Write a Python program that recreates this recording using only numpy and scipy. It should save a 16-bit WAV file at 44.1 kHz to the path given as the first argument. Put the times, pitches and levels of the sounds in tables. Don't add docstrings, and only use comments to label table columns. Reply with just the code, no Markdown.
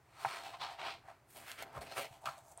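import sys
import numpy as np
from scipy import signal
from scipy.fft import rfft, irfft
from scipy.io import wavfile
from scipy.ndimage import uniform_filter1d

SR = 44100
rng = np.random.default_rng(int(sys.argv[2]) if len(sys.argv) > 2 else 0)


def waveform_to_disk(signal):
    frames = np.transpose(np.atleast_2d(signal))
    scaled = np.clip(frames, -1, 1) * 32767
    samples = np.round(scaled).astype(np.int16)
    wavfile.write(sys.argv[1], SR, samples)


N = 114660
TIME, HZ = np.arange(N) / SR, np.fft.rfftfreq(N, 1 / SR) + 1e-3

# f/Hz, relative level/dB
TONE_EQ = [(20, -37), (40, -6.5), (70, 0.5), (125, 4.5), (220, -12.5), (340, -5.5), (460, -11), (720, -6.5),
           (1500, -12), (2200, -15.5), (3000, -24), (16000, -32)]
HISS_EQ = [(30, 11), (120, 6), (500, 0.5), (2000, -12.5), (7000, -3), (13000, 3), (16000, 4)]
# full-strength t/s, rise/s, hold/s, fall/s,
# relative body level/dB, rustle level/dB, fizz level/dB, hollow f/Hz, scrape f/Hz
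PAGE_SLIDES = [ (.19, 0.15, 0.081, 0.053, -58, -63.5, -68, 1030, 2240),
               (.215, 0.055, .04, 0.11, -51, -57, -57, 1070, 4100),
               (.29, 0.1, 0.076, 0.14, -46, -48.5, -57, 1080, 1800),
               (.45, 0.068, 0.018, 0.16, -47, -51.5, -59, 805, 3080),
               (.54, 0.012, 0.0058, 0.029, -44, -52.5, -71, 960, 3640),
               (.614, 0.021, 0.026, 0.095, -39.5, -43, -60.5, 930, 3900),
               (.705, 0.091, 0.027, 0.066, -48.5, -55, -66, 770, 3340),
               (.792, 0.015, 0.051, 0.022, -42.5, -48.5, -66.5, 855, 2570),
               (.853, 0.022, 0.022, 0.086, -38.5, -44.5, -62, 953, 2980),
               (.905, 0.13, .015, 0.072, -55.5, -46.5, -64.5, 650, 2600),
               (1.092, 0.076, 0.0068, 0.057, -50.5, -66.5, -70.5, 770, 1820),
               (1.12, 0.13, 0.012, 0.099, -68, -71, -86, 1300, 2070)]
HAND_RUBS = [ (1.305, 0.034, .05, 0.06, -77, -68.5, -60.5, 1440, 10970),
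             (1.362, 0.022, 0.012, 0.18, -53, -57, -54.5, 756, 9900),
             (1.43, 0.04, 0.0075, 0.047, -59, -62, -80, 1280, 1990),
             (1.485, 0.056, 0.023, 0.089, -52.5, -49.5, -53.5, 1480, 2600),
             (1.587, 0.032, 0.048, 0.01, -51, -48.5, -57.5, 1600, 2600),
             (1.65, 0.015, 0.02, 0.37, -55, -65, -79, 770, 1860),
             (1.756, 0.041, 0.027, 0.033, -46.5, -58.5, -63.5, 1020, 8900),
             (1.815, 0.011, 0.0087, 0.045, -45.5, -52, -54, 563, 9700),
             (1.87, 0.055, 0.011, 0.018, -53, -54.5, -64, 730, 2500),
             (1.915, 0.054, 0.01, 0.056, -48, -49.5, -59, 630, 4740),
             (1.975, 0.035, 0.017, 0.043, -43, -44, -45.5, 1120, 2580),
             (1.978, 0.028, 0.021, 0.05, -39, -46.5, -56, 590, 3000),
             (2.011, 0.014, 0.014, 0.042, -50, -44, -49, 630, 2260),
             (2.045, 0.011, 0.009, 0.034, -47, -47.5, -59.5, 630, 2400),
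             (2.075, 0.017, 0.011, .04, -63, -66, -72, 700, 2500)]
FINGER_PICKS = [ (2.13, 0.089, 0.011, .12, -56.5, -64.5, -65.5, 724, 2630),
                (2.216, 0.01, 0.028, 0.12, -57, -80, -68, 770, 9050),
                (2.258, 0.0057, 0.0042, 0.037, -37.5, -42.5, -50, 1400, 2950),
                (2.275, 0.031, 0.024, 0.095, -46, -54, -58.5, 1350, 2080),
                (2.33, 0.058, 0.016, 0.12, -71.5, -68.5, -71, 1230, 2100),
                (2.378, 0.0098, 0.0092, 0.034, -55, -68, -61.5, 666, 9000),
                (2.485, 0.17, 0.038, .07, -59.5, -79.5, -64, 690, 8200),
                (2.516, 0.0027, 0.0068, 0.0081, -55.5, -81, -55.5, 704, 8000),
                (2.583, 0.03, 0.013, .06, -57.5, -69, -69, 685, 8600)]
# f/Hz, relative level/dB
PAGE_EQ = [(60, -41), (130, -18), (260, -26.5), (390, -16.5), (520, -17), (680, -4.5), (1050, -9.5),
           (1400, -10), (1750, -10), (2300, -7), (3900, -10.5), (5200, -15), (6800, -24), (8600, -22.5),
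           (10500, -33), (16000, -34.5)]
HAND_EQ = [(30, -43), (60, -17), (130, -6.5), (240, -11.5), (380, -4), (650, 1), (950, -1.5), (1300, -2.5),
           (1700, -3.5), (2500, -5), (3500, -10), (4500, -11), (5700, -16.5), (7200, -21.5), (8900, -18.5),
           (10300, -25), (12000, -23), (16000, -28)]
FINGER_EQ = [(60, -31), (130, -28), (250, -15), (450, -19.5), (660, 3.5), (900, 2), (1300, -6.5),
             (1700, -9.5), (2600, -6.5), (4200, -9.5), (5200, -17), (8700, -26), (10500, -31), (16000, -35)]
# t/s, level/dB, f/Hz, decay/s
KNOCKS = [(.2481, -23, 854, 0.0014), (.2532, -28.5, 1500, 0.00057), (.2585, -29.5, 826, 0.0018),
          (1.6235, -34, 730, 0.00071), (1.7692, -34.5, 1180, 0.00096), (1.775, -43.5, 585, 0.0026),
          (2.2422, -42, 805, 0.0011), (2.2722, -32, 1240, .0013), (2.2868, -31, 1270, 0.00098),
          (2.577, -48.5, 714, 0.0024)]
# t/s, level/dB, f/Hz, width/octaves, decay/s
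TICKS = [(0.249, -31, 1740, .4, .001), (1.5166, -27.5, 2800, 1.18, 0.00095),
         (1.625, -31.5, 2800, 2.5, .002), (1.7296, -52, 9000, .7, .0015), (1.8118, -48, 3000, 3.9, 0.0017),
         (1.981, -36, 3000, 1.1, .001), (2.0405, -46, 5000, 0.86, 0.0018), (2.054, -42, 6000, 0.81, 0.0026),
         (2.2415, -53, 3000, 1, 0.0013), (2.2574, -31.5, 2560, 0.87, 0.0011),
         (2.576, -35, 8840, 0.21, 0.00061)]
# t/s, level/dB, f/Hz, decay/s
DESK_BUMPS = [(.254, -54, 125, .008), (1.763, -48, 125, .005), (1.78, -53, 68, .013),
              (2.108, -57, 105, .006), (2.262, -56, 130, .01)]
# full-strength t/s, rise/s, hold/s, fall/s, level/dB, f/Hz
PALM_DRAGS = [(.29, .05, 0.2, .1, -64, 550), (1.34, 0.019, 0.11, 0.11, -69, 190),
              (1.61, 0.028, 0.062, 0.076, -65, 270), (1.777, 0.095, 0.097, 0.053, -64, 157),
              (.91, 0.034, 0.04, 0.12, -66.5, 440)]
# f/Hz, level/dB against the direct sound, t60/s
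MODE_HZ = (310, 395, 571, 678, 783, 931, 1045, 1228, 1335, 1540, 2230, 2660, 2935, 3300, 4270)
MODE_DB = (-18, -5.5, -12.5, -7, -3.5, -9, -12, -10.5, -3, -1, -17, -22, -26, -9, -2)
MODE_T60 = (0.34, .15, 0.1, 0.3, 0.2, 0.36, 0.35, 0.063, 0.069, 0.27, .04, 0.065, 0.042, 0.089, 0.021)
# delay t/s, level/dB
ECHO_S = (.00305, .00755, .0088, .01265)
ECHO_DB = (-23, -16, -22, -22)
# f/Hz, t60/s
ROOM_T60 = [(150, 1), (800, 0.15), (4000, 0.17), (14000, 0.32)]


def amp(db):
    return 10 ** (np.asarray(db) / 20)


def unit_rms(x):
    return x / np.sqrt(np.mean(x ** 2) + 1e-20)


def curve(points, hz):
    f, value = np.transpose(points)
    return np.interp(np.log(hz + 1), np.log(f), value)


def bell(hz, octaves):
    return np.exp(-.5 * (np.log2(HZ / hz) / octaves) ** 2)


def colour(x, gain):
    return unit_rms(irfft(rfft(x) * gain, N))


def noise(gain):
    return colour(rng.standard_normal(N), gain)


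def swell(start, rise, hold, fall):
    return amp(-20 * (np.maximum((start - TIME) / rise, 0) + np.maximum((TIME - start - hold) / fall, 0)))


def room_tone():
    return amp(-68) * noise(amp(curve(TONE_EQ, HZ))), amp(-82.5) * noise(amp(curve(HISS_EQ, HZ)))


def bent_sheet(depth_db=1.9, spacing_hz=220, treble_hz=3100):
    width = int(spacing_hz * N / SR / 2)
    ripple = unit_rms(uniform_filter1d(uniform_filter1d(rng.standard_normal(len(HZ)), width), width))
    return depth_db * ripple * HZ / np.hypot(HZ, treble_hz)


def friction(strokes, eq, slips_per_s, spread_db, smooth, flutter_db, flutter_hz):
    below_rustle, below_fizz = (1 / (1 + (HZ / hz) ** 8) for hz in (1827, 6700))
    bands = below_rustle, below_fizz - below_rustle, 1 - below_fizz
    out = np.zeros(N)
    for start, rise, hold, fall, *band_dbs, hollow_hz, scrape_hz in strokes:
        slips = (rng.random(N) < slips_per_s / SR) * rng.choice([-1, 1], N)
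        strength = amp(spread_db * np.minimum(rng.exponential(1, N), 4))
        grain = unit_rms(slips * strength) + smooth * rng.standard_normal(N)
        drive = grain * amp(flutter_db * noise(bell(flutter_hz, octaves=.69)))
        hollow_db = 7.5 * bell(hollow_hz, octaves=.34)
        scrape_db = 4 * bell(scrape_hz, octaves=.32)
        timbre = amp(curve(eq, HZ) + hollow_db + scrape_db + bent_sheet())
        texture = sum(amp(db) * colour(drive, timbre * band) for db, band in zip(band_dbs, bands))
        out += swell(start, rise, hold, fall) * texture
    return out


def page_slide():
    return friction(PAGE_SLIDES, PAGE_EQ, slips_per_s=9000, spread_db=1.5, smooth=.6,
                    flutter_db=1.7, flutter_hz=70)


def impacts(hits, grit):
    out = np.zeros(N)
    for start, db, hz, decay in hits:
        t = np.maximum(TIME - start, 0)
        envelope = t / decay * np.exp(1 - t / decay)
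        wave = -np.sin(2 * np.pi * hz * t) + grit * noise(bell(hz, octaves=.65))
        out += amp(db) * envelope * wave
    return out


def pops_and_knocks():
    return impacts(KNOCKS, grit=.15)


def ticks(splinter=.34):
    out = np.zeros(N)
    for start, db, hz, octaves, decay in TICKS:
        band = bell(hz, octaves)
        click = np.roll(irfft(band, N), round(start * SR))
        tail = (TIME >= start) * np.exp(-abs(TIME - start) / decay) * noise(band)
        out += amp(db) * (click / click.max() + splinter * tail)
    return out


def desk_bumps():
    return impacts(DESK_BUMPS, grit=.4)


def palm_drag():
    return sum(amp(db) * swell(start, rise, hold, fall) * noise(bell(hz, octaves=.83))
               for start, rise, hold, fall, db, hz in PALM_DRAGS)


def hand_rub():
    return friction(HAND_RUBS, HAND_EQ, slips_per_s=5500, spread_db=2.5, smooth=.66,
                    flutter_db=1.55, flutter_hz=87)


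def finger_picks():
    return friction(FINGER_PICKS, FINGER_EQ, slips_per_s=2800, spread_db=2.5, smooth=.61,
                    flutter_db=1.2, flutter_hz=87)


def book_ring(x):
    t = TIME[:SR // 4]
    ring = np.zeros(len(t))
    for hz, db, t60 in zip(MODE_HZ, MODE_DB, MODE_T60):
        fade = amp(-60 * t / t60)
        ring += 2 * amp(db) * fade / fade.sum() * np.cos(2 * np.pi * hz * t)
    return x + signal.fftconvolve(x, ring)[:N]


def early_reflections(x):
    return x + sum(amp(db) * np.pad(x, (round(s * SR), 0))[:N] for s, db in zip(ECHO_S, ECHO_DB))


def room_reverb(x, wet_db=-14, taps_per_s=2000, predelay_s=.003):
    t = TIME[:SR // 2]
    taps = rng.choice([-1., 1.], len(t)) * (rng.random(len(t)) < taps_per_s / SR) * (t > predelay_s)
    hz, age, spectrum = signal.stft(taps, SR, nperseg=256)
    fade = amp(-60 * age / curve(ROOM_T60, hz)[:, None])
    tail = signal.istft(spectrum * fade, SR, nperseg=256)[1]
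    return x + amp(wet_db) * signal.fftconvolve(x, tail / np.linalg.norm(tail))[:N]


def scene():
    rustle = amp(-4) * (page_slide() + hand_rub() + finger_picks())
    foley = rustle + palm_drag() + pops_and_knocks() + ticks() + desk_bumps()
    in_room = room_reverb(early_reflections(book_ring(foley)))
    bed, side_hiss = room_tone()
    mid = in_room + bed
    return np.array([mid + side_hiss, mid - side_hiss])


def record(dry):
    high_cut = signal.firwin(511, 15950, window=("kaiser", 9), fs=SR)
    return signal.oaconvolve(dry, high_cut[None], "same")


dry = scene()
out = record(dry)
waveform_to_disk(out)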